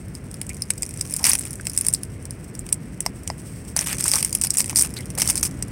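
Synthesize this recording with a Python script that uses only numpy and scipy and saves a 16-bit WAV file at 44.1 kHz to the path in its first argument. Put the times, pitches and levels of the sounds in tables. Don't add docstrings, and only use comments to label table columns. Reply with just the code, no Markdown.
import sys
import numpy as np
from scipy import signal
from scipy.fft import rfft, irfft
from scipy.io import wavfile
from scipy.ndimage import uniform_filter1d

SR = 44100
rng = np.random.default_rng(int(sys.argv[2]) if len(sys.argv) > 2 else 0)


def inscribe(sig):
    pcm = np.round(np.clip(np.atleast_2d(sig).T, -1, 1) * 32767)
    wavfile.write(sys.argv[1], SR, pcm.astype(np.int16))


N = 251811
TIME = np.arange(N) / SR
SNAP_SAMPLES = 1024

# [t/s, nominal peak level/dB, hollow body re peak/dB, ring re peak/dB]
BIG_SNAPS = [(0.1511, -22, -27.5, -10), (0.3413, -20.5, -24, -14), (0.4145, -12, -19, -19),
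             (0.4928, -16, -24, -20), (0.6204, -9.5, -29, -8.5), (0.704, -1, -20.5, -20.5),
             (0.7804, -19, -45, -20), (0.822, -8, -34.5, -22), (0.8308, -9, -20.5, -14),
             (0.9082, -21.5, -26.5, -16), (0.9734, -20.5, -23, -15), (1.0103, -6.5, -28, -12),
             (1.1086, -15, -28, -25), (1.1381, -5.5, -38, -20.5), (1.1643, -7, -40, -22),
             (1.2412, 0, -19.5, -10.5), (1.2514, -6.5, -14.5, -4), (1.295, 3, -39, -31),
             (1.316, -9, -31, -4), (1.333, 0.5, -23.5, -13.5), (1.3522, -4, -19, -16),
             (1.388, -12.5, -24, -31), (1.3934, -9, -42, -35), (1.4525, -15.5, -21, -33),
             (1.5075, -17, -34, -20), (1.6688, -7.5, -18, -15), (1.697, -13.5, -36, -15),
             (1.7756, 2, -34.5, -21.5), (1.7867, -6, -43, -34), (1.8108, -4, -32, -24),
             (1.8482, -15, -21, -17), (1.8659, -2, -32, -21), (1.8845, 1.5, -32, -23),
             (1.9274, -15, -31, -20), (1.9369, 1.5, -38, -27), (1.9469, -11, -31, -8),
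             (2.033, -12.5, -27.5, -18), (2.2536, -19.5, -30, -17), (2.3075, -16, -34, -17),
             (2.5513, -22.5, -26, -13.5), (2.592, -14.5, -41, -36), (2.6648, -22.5, -19, -17),
             (2.6895, -22, -16, -14), (2.7264, 3, -34, -24), (3.005, -6.5, -28.5, -19),
             (3.2755, -11.5, -20.5, -12.5), (3.7642, -4, -33, -18), (3.77, -9, -28, -8.5),
             (3.7902, -7, -16, -4), (3.8097, -8.5, -26, -16), (4.008, -8, -31, -16), (4.0402, -4, -31, -14),
             (4.0802, -1.5, -27, -21), (4.1154, -1.5, -28, -11.5), (4.136, -4, -17.5, -8.5),
             (4.156, -3.5, -31, -9), (4.2269, -4, -20, -15.5), (4.2474, -1, -27.5, -18),
             (4.3276, -7, -30, -18), (4.3503, 0, -28.5, -20.5), (4.4132, -4.5, -32, -18),
             (4.4178, -8.5, -22.5, -19), (4.4368, -1.5, -31, -16.5), (4.4699, -9.5, -23, -15),
             (4.5048, 0, -38, -14), (4.5401, -10, -33, -26), (4.5705, -3, -31, -31),
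             (4.5835, -0.5, -31, -23), (4.604, -2, -21, -11.5), (4.6427, -13.5, -18.5, -19),
             (4.6954, -11.5, -17, -12), (4.7585, -0.5, -29, -13), (4.8222, 4.5, -42, -33),
             (5.218, -1.5, -18, -9), (5.275, -4, -31, -15.5), (5.2991, -2, -23, -17),
             (5.3555, -8, -31, -17), (5.3772, -7, -27, -15.5), (5.4294, -10.5, -19, -2.5),
             (5.4536, -22, -34, -3), (5.6246, -8.5, -25.5, -14.5)]
CRACK_DB, BODY_DB, RING_DB, KNOCK_DB, SPLINTER_DB = -11.5, -3.5, -4, -11.5, -29
SPLINTER_DB_PER_PEAK_DB, SPLINTER_DB_PER_WEIGHT_DB = 0.83, 0.12
FORECRACK_MEAN_S, FORECRACK_DB = 0.0024, -25
FRAGMENT_MEAN_S, FRAGMENT_DB = 0.011, -20.5


def snaps():
    t_s, peak_db, body_db, ring_db = np.transpose(BIG_SNAPS)
    weight_db, = curves(WEIGHT_CURVE)
    load_db = np.interp(t_s, TIME, weight_db - weight_db.mean())
    splinter_db = SPLINTER_DB + SPLINTER_DB_PER_PEAK_DB * peak_db + SPLINTER_DB_PER_WEIGHT_DB * load_db
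    hollow_db = peak_db + body_db
    mode_db = np.column_stack([peak_db + CRACK_DB, hollow_db + KNOCK_DB, hollow_db + BODY_DB,
                               peak_db + ring_db + RING_DB, splinter_db])
    early, late = rng.uniform(.5, 1.5, (len(t_s), 2)).T
    times_s = np.concatenate([t_s - FORECRACK_MEAN_S * early, t_s, t_s + FRAGMENT_MEAN_S * late])
    levels_db = np.vstack([mode_db + FORECRACK_DB, mode_db, mode_db + FRAGMENT_DB])
    return shatter(times_s, levels_db, rise_s=.00075, crack_s=.00062, chatter_s=.0024, chatter_db=-15,
                   pitch_scatter=.083, damping=1.1)


def small_snaps(level_db=-34, db_per_weight_db=1.0, knock_db=-24, body_db=-17, ring_db=-9,
                splinter_db=-11, count=120):
    weight_db, = curves(WEIGHT_CURVE)
    load_db = weight_db - weight_db.mean()
    at = paced_samples(.6 * load_db, count)
    size_db = rng.uniform(-8, 3, count)
    crack_db = level_db + size_db + db_per_weight_db * np.minimum(load_db[at], 4)
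    mode_db = crack_db[:, None] + np.array([0, knock_db, body_db, ring_db, splinter_db])
    mode_db = mode_db + 2 * rng.standard_normal((count, len(SHELL_MODES)))
    return shatter(TIME[at], mode_db, rise_s=.00057, crack_s=.0005, chatter_s=.0041, chatter_db=-18,
                   pitch_scatter=.06, damping=1.0)


# [f/Hz, width before damping/Hz]
SHELL_MODES = [(8840, 1560), (790, 910), (2243, 1010), (5493, 840), (13000, 1900)]


def shatter(times_s, mode_db, rise_s, crack_s, chatter_s, chatter_db, pitch_scatter, damping):
    t = np.arange(SNAP_SAMPLES) / SR
    decay = np.exp(-t / crack_s) + undb(chatter_db) * np.exp(-t / chatter_s)
    envelope = (1 - np.exp(-t / rise_s)) * decay
    force = rng.standard_normal((len(times_s), SNAP_SAMPLES)) * envelope
    detune = np.exp(pitch_scatter * rng.uniform(-1, 1, (len(times_s), len(SHELL_MODES))))
    level_span = .004 * SR
    sounds = 0
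    for k, (hz, width_hz) in enumerate(SHELL_MODES):
        ring = resonate(force, hz * detune[:, k, None], width_hz * damping)
        rms = np.sqrt(np.sum(ring ** 2, axis=1, keepdims=True) / level_span)
        sounds = sounds + ring * undb(mode_db[:, k, None]) / rms
    out = np.zeros(N)
    for t_s, sound in zip(times_s, sounds):
        add(out, t_s, sound)
    return out


# [t/s, level/dB]
WEIGHT_CURVE = [(0, -62), (0.5, -48), (0.92, -48), (1.05, -40), (1.22, -35), (1.46, -38), (1.6, -49),
                (1.76, -38), (1.95, -42), (2.07, -57), (3.73, -56), (3.8, -42), (4.08, -36), (4.3, -43),
                (4.7, -43), (5.15, -48), (5.35, -36), (5.57, -53), (5.71, -53)]
# [f/Hz, relative level/dB]
GRIT_COLOUR = [(2500, -47), (3900, -23), (4700, -2), (5450, -6), (6200, -0.5), (7200, -3.5), (8400, 7),
               (9400, -3), (11300, -3.5), (13500, -7), (16000, -20)]
# [f/Hz, relative level/dB]
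DEEP_COLOUR = [(250, -25), (600, -7.5), (950, 1), (1400, 1), (2000, 4.5), (2500, 3.5), (3500, -3),
               (5000, -12)]
# [f/Hz, relative level/dB]
RUSTLE_COLOUR = [(2500, -49), (3900, -16), (5500, -5), (7000, -4), (8300, -6), (9300, -1), (11000, -3),
                 (13500, -27), (16000, -25)]
WEIGHT_GRIT_DB, WEIGHT_DEEP_DB = 0, -12.5
LIGHT_BREAKS_PER_S, BREAK_GROWTH_PER_DB = 110, .14


def shell_bed(grit_db=-5.5, rustle_db=-5, crunch_db=-1.0):
    weight_db, = curves(WEIGHT_CURVE)
    resting = undb(weight_db + np.array([[WEIGHT_GRIT_DB], [WEIGHT_DEEP_DB]])) ** 2
    crushing = pressure()
    bright_db, deep_db = 10 * np.log10(resting + crushing)
    rate_per_s = LIGHT_BREAKS_PER_S * np.exp(BREAK_GROWTH_PER_DB * (bright_db - bright_db.min()))
    breaks = fractures(rate_per_s, spread_db=7, decay_s=.0006)
    breaks = breaks * jerks(rate_per_s=170, decay_s=.0018, steady=.16)
    rustle = colour(breaks * undb(weight_db + rustle_db), RUSTLE_COLOUR)
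    grit = colour(breaks * np.sqrt(crushing[0]) * undb(grit_db), GRIT_COLOUR)
    deep = colour(breaks * undb(deep_db + crunch_db), DEEP_COLOUR)
    return rustle + grit + deep + chips(bright_db, deep_db)


# [t/s, hold/s, nominal bright grit level/dB, nominal deep crunch level/dB]
CRUNCH_EVENTS = [(0.488, .012, -39, -56), (1.241, .05, -17, -27.5), (1.292, .045, -24, -32),
                 (3.76, .015, -28.5, -33), (3.794, .04, -31.5, -36), (3.858, .07, -27, -34),
                 (3.979, .05, -31, -41), (4.043, .07, -25, -38), (4.121, .06, -23, -35.5),
                 (4.181, .03, -27, -42), (4.25, .02, -32, -43), (4.345, .015, -31, -44),
                 (4.412, .01, -28, -50), (4.435, .015, -21.5, -36), (4.529, .03, -34.5, -44),
                 (4.567, .045, -22, -40), (4.69, .02, -33.5, -40.5), (4.759, .05, -16, -37),
                 (4.821, .04, -29.5, -38), (4.958, .025, -37, -42), (5.174, .05, -23, -34.5),
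                 (5.24, .03, -30, -37), (5.281, .025, -20.5, -34), (5.35, .035, -27, -43.5),
                 (5.425, .035, -20.5, -37.5)]
CRUNCH_ATTACK_S, CRUNCH_RELEASE_S = 0.0055, .012


def pressure():
    power = np.zeros((2, N))
    for t_s, hold_s, bright_db, deep_db in CRUNCH_EVENTS:
        attack = np.clip((TIME - t_s) / CRUNCH_ATTACK_S, 0, 1)
        release = np.exp(-np.clip((TIME - t_s - hold_s) / CRUNCH_RELEASE_S, 0, 20))
        power = power + (undb([[bright_db], [deep_db]]) * attack * release) ** 2
    return power


def fractures(rate_per_s, spread_db, decay_s):
    chance, size = rng.random(N), np.minimum(rng.exponential(size=N), 3)
    energy = (chance < rate_per_s / SR) * undb(spread_db * size) ** 2
    energy = signal.lfilter([1], [1, -np.exp(-2 / (decay_s * SR))], energy)
    load = uniform_filter1d(energy, size=1500)
    return np.sqrt(np.abs(energy / (load + .02 * load.mean()))) * rng.standard_normal(N)


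def jerks(rate_per_s, decay_s, steady):
    size = np.minimum(rng.exponential(size=N), 3)
    starts = (rng.random(N) < rate_per_s / SR) * size
    slips = signal.lfilter([1], [1, -np.exp(-1 / (decay_s * SR))], starts)
    nearby = uniform_filter1d(slips, size=2200) + .1 * slips.mean()
    return unit(np.sqrt(steady + slips / nearby))


def chips(bright_db, deep_db, chip_db=-2.5, knock_db=-9, body_db=-5, ring_db=-9, splinter_db=-14, count=650):
    at = paced_samples(.4 * bright_db, count)
    size_db = rng.uniform(-9, 5, count)
    depth_db = (deep_db - bright_db)[at]
    shares_db = np.array([knock_db, body_db, ring_db, splinter_db]) + np.outer(depth_db, [1, 1, 0, 0])
    shares_db = shares_db + rng.uniform(-7, 7, (count, 4))
    crack_db = bright_db[at] + size_db + chip_db
    mode_db = crack_db[:, None] + np.pad(shares_db, ((0, 0), (1, 0)))
    return shatter(TIME[at], mode_db, rise_s=.0002, crack_s=.0004, chatter_s=.002, chatter_db=-16,
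                   pitch_scatter=.09, damping=.85)


# [t/s, nominal level/dB, brightness/(dB/octave), pitch ratio]
STONE_KNOCKS = [(3.0627, -10.5, 2.5, 1.01), (3.3009, -11.5, -0.5, 0.96), (3.7644, -18, 2.5, 0.92),
                (4.0562, -15.5, -5.5, 1.55), (4.729, -21.5, -0.5, 1.08), (5.177, -23, -0.5, 0.85)]
# [f at pitch ratio 1/Hz, t60/s, relative level/dB]
STONE_MODES = [(665, 0.013, -3), (967, 0.0084, 2.5), (2060, 0.0089, -4), (2820, 0.0055, -12),
               (5000, 0.0041, 4.5), (5400, 0.015, -7.5), (5940, 0.0039, 0.5), (7550, 0.0052, -5),
               (8600, 0.0075, -5), (11250, 0.0039, -5), (14100, 0.0031, -10)]


def stones(contact_s=0.0008):
    out, t = np.zeros(N), TIME[:SR // 20]
    hz, t60_s, mode_db = np.transpose(STONE_MODES)[:, :, None]
    for t_s, level_db, tilt_db_per_octave, pitch in STONE_KNOCKS:
        decay_db = mode_db + tilt_db_per_octave * np.log2(hz / hz[0]) - 60 * t / t60_s
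        modes = undb(decay_db) * np.sin(2 * np.pi * hz * pitch * t)
        ring = modes[::2].sum(axis=0) - modes[1::2].sum(axis=0)
        add(out, t_s, undb(level_db) * ring * (1 - np.exp(-t / contact_s)))
    return out


# [t/s, length/s, f/Hz, width/Hz, level/dB]
WATER_SQUELCHES = [(0.489, 0.034, 2286, 450, -42), (1.19, 0.043, 865, 500, -43),
                   (1.596, 0.0065, 1640, 510, -35.5), (3.869, 0.089, 2200, 1600, -38),
                   (4.128, 0.049, 1070, 900, -34.5), (4.965, 0.0203, 4270, 1300, -35),
                   (4.97, 0.043, 2130, 330, -42.5), (5.019, 0.019, 3200, 600, -52),
                   (5.17, 0.023, 636, 500, -36)]


def squelches():
    out, bubbles = np.zeros(N), fractures(rate_per_s=900, spread_db=2, decay_s=.0004)
    for t_s, length_s, hz, width_hz, level_db in WATER_SQUELCHES:
        start, size = int(t_s * SR), int(length_s * SR)
        spurt = bubbles[start:start + size] * signal.windows.tukey(size)
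        ring = resonate(np.pad(spurt, (0, SNAP_SAMPLES)), hz, width_hz)
        add(out, t_s, ring * undb(level_db) / np.sqrt(np.sum(ring ** 2) / size))
    return out


def rocks(x, echo_db=-17, decay_s=0.0085):
    t = TIME[:SR // 10]
    response = rng.standard_normal(len(t)) * np.exp(-t / decay_s) * (t > .003)
    return x + undb(echo_db) * signal.fftconvolve(x, response / np.linalg.norm(response))[:N]


# [f/Hz, relative level/dB]
SURF_COLOUR = [(22, -42), (32, -22), (45, -4.5), (70, 0.5), (95, -1), (125, 0), (170, -2), (287, -9),
               (420, -15.5), (600, -21), (800, -28), (1200, -29.5), (2100, -28.5), (2700, -34), (3700, -46),
               (5200, -43), (14000, -72)]
# [f/Hz, relative level/dB]
FIZZ_COLOUR = [(3000, -6), (4000, -10.5), (5500, 1), (7000, -6.5), (8400, 11), (9500, 1.5), (11500, -8),
               (16000, -7)]
# [t/s, level/dB]
SURF_SWELL = [(0.0, -36), (2.05, -35), (3.88, -35), (3.96, -32), (4.26, -35), (5.71, -31.5)]
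SEEP_S, SEEP_HALF_S, SEEP_DB = 3.57, 0.36, 7


def shore(surf_db=0, fizz_db=-55, fizz_waver_db=3.5):
    swell_db, = curves(SURF_SWELL)
    surf = colour(rng.standard_normal(N), SURF_COLOUR) * undb(swell_db + surf_db)
    waver = unit(uniform_filter1d(rng.standard_normal(N), size=900))
    seep_db = SEEP_DB * np.exp(-((TIME - SEEP_S) / SEEP_HALF_S) ** 2)
    fizz_gain = undb(fizz_db + seep_db + fizz_waver_db * waver)
    return surf + colour(rng.standard_normal(N), FIZZ_COLOUR) * fizz_gain


def undb(db):
    return 10 ** (np.asarray(db) / 20)


def unit(x):
    return x / np.sqrt(np.mean(x ** 2))


def curves(table):
    t_s, *columns = np.transpose(table)
    return [np.interp(TIME, t_s, c) for c in columns]


def paced_samples(pace_db, count):
    pace = np.cumsum(undb(pace_db))
    return np.searchsorted(pace, (np.arange(count) + rng.random(count)) / count * pace[-1])


def colour(x, points):
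    hz, db = np.transpose(points)
    size = 8192
    f = np.maximum(np.fft.rfftfreq(size, 1 / SR), 1)
    cepstrum = irfft(np.log(undb(np.interp(np.log(f), np.log(hz), db))))
    cepstrum[1:size // 2] *= 2
    cepstrum[size // 2 + 1:] = 0
    response = irfft(np.exp(rfft(cepstrum)))
    return signal.fftconvolve(x, response / np.linalg.norm(response))[:len(x)]


def resonate(x, hz, width_hz):
    size = x.shape[-1]
    f = np.maximum(np.fft.rfftfreq(size, 1 / SR), 1)
    return irfft(rfft(x) / (1 + 1j * (f * f - hz * hz) / (f * width_hz)) ** 2, size)


def add(out, t_s, x):
    i = int(np.clip(t_s * SR, 0, N - 1))
    out[i:i + len(x)] += x[:N - i]


def scene():
    close = snaps() + small_snaps() + shell_bed() + stones() + squelches()
    return (rocks(close) + shore())[None]


TOP_HZ = 15900


def record(dry):
    flattened = dry / (1 + (dry / .8) ** 4) ** (1 / 4)
    return signal.sosfilt(signal.ellip(8, .2, 70, TOP_HZ, fs=SR, output="sos"), flattened)


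dry = scene()
out = record(dry)
inscribe(out)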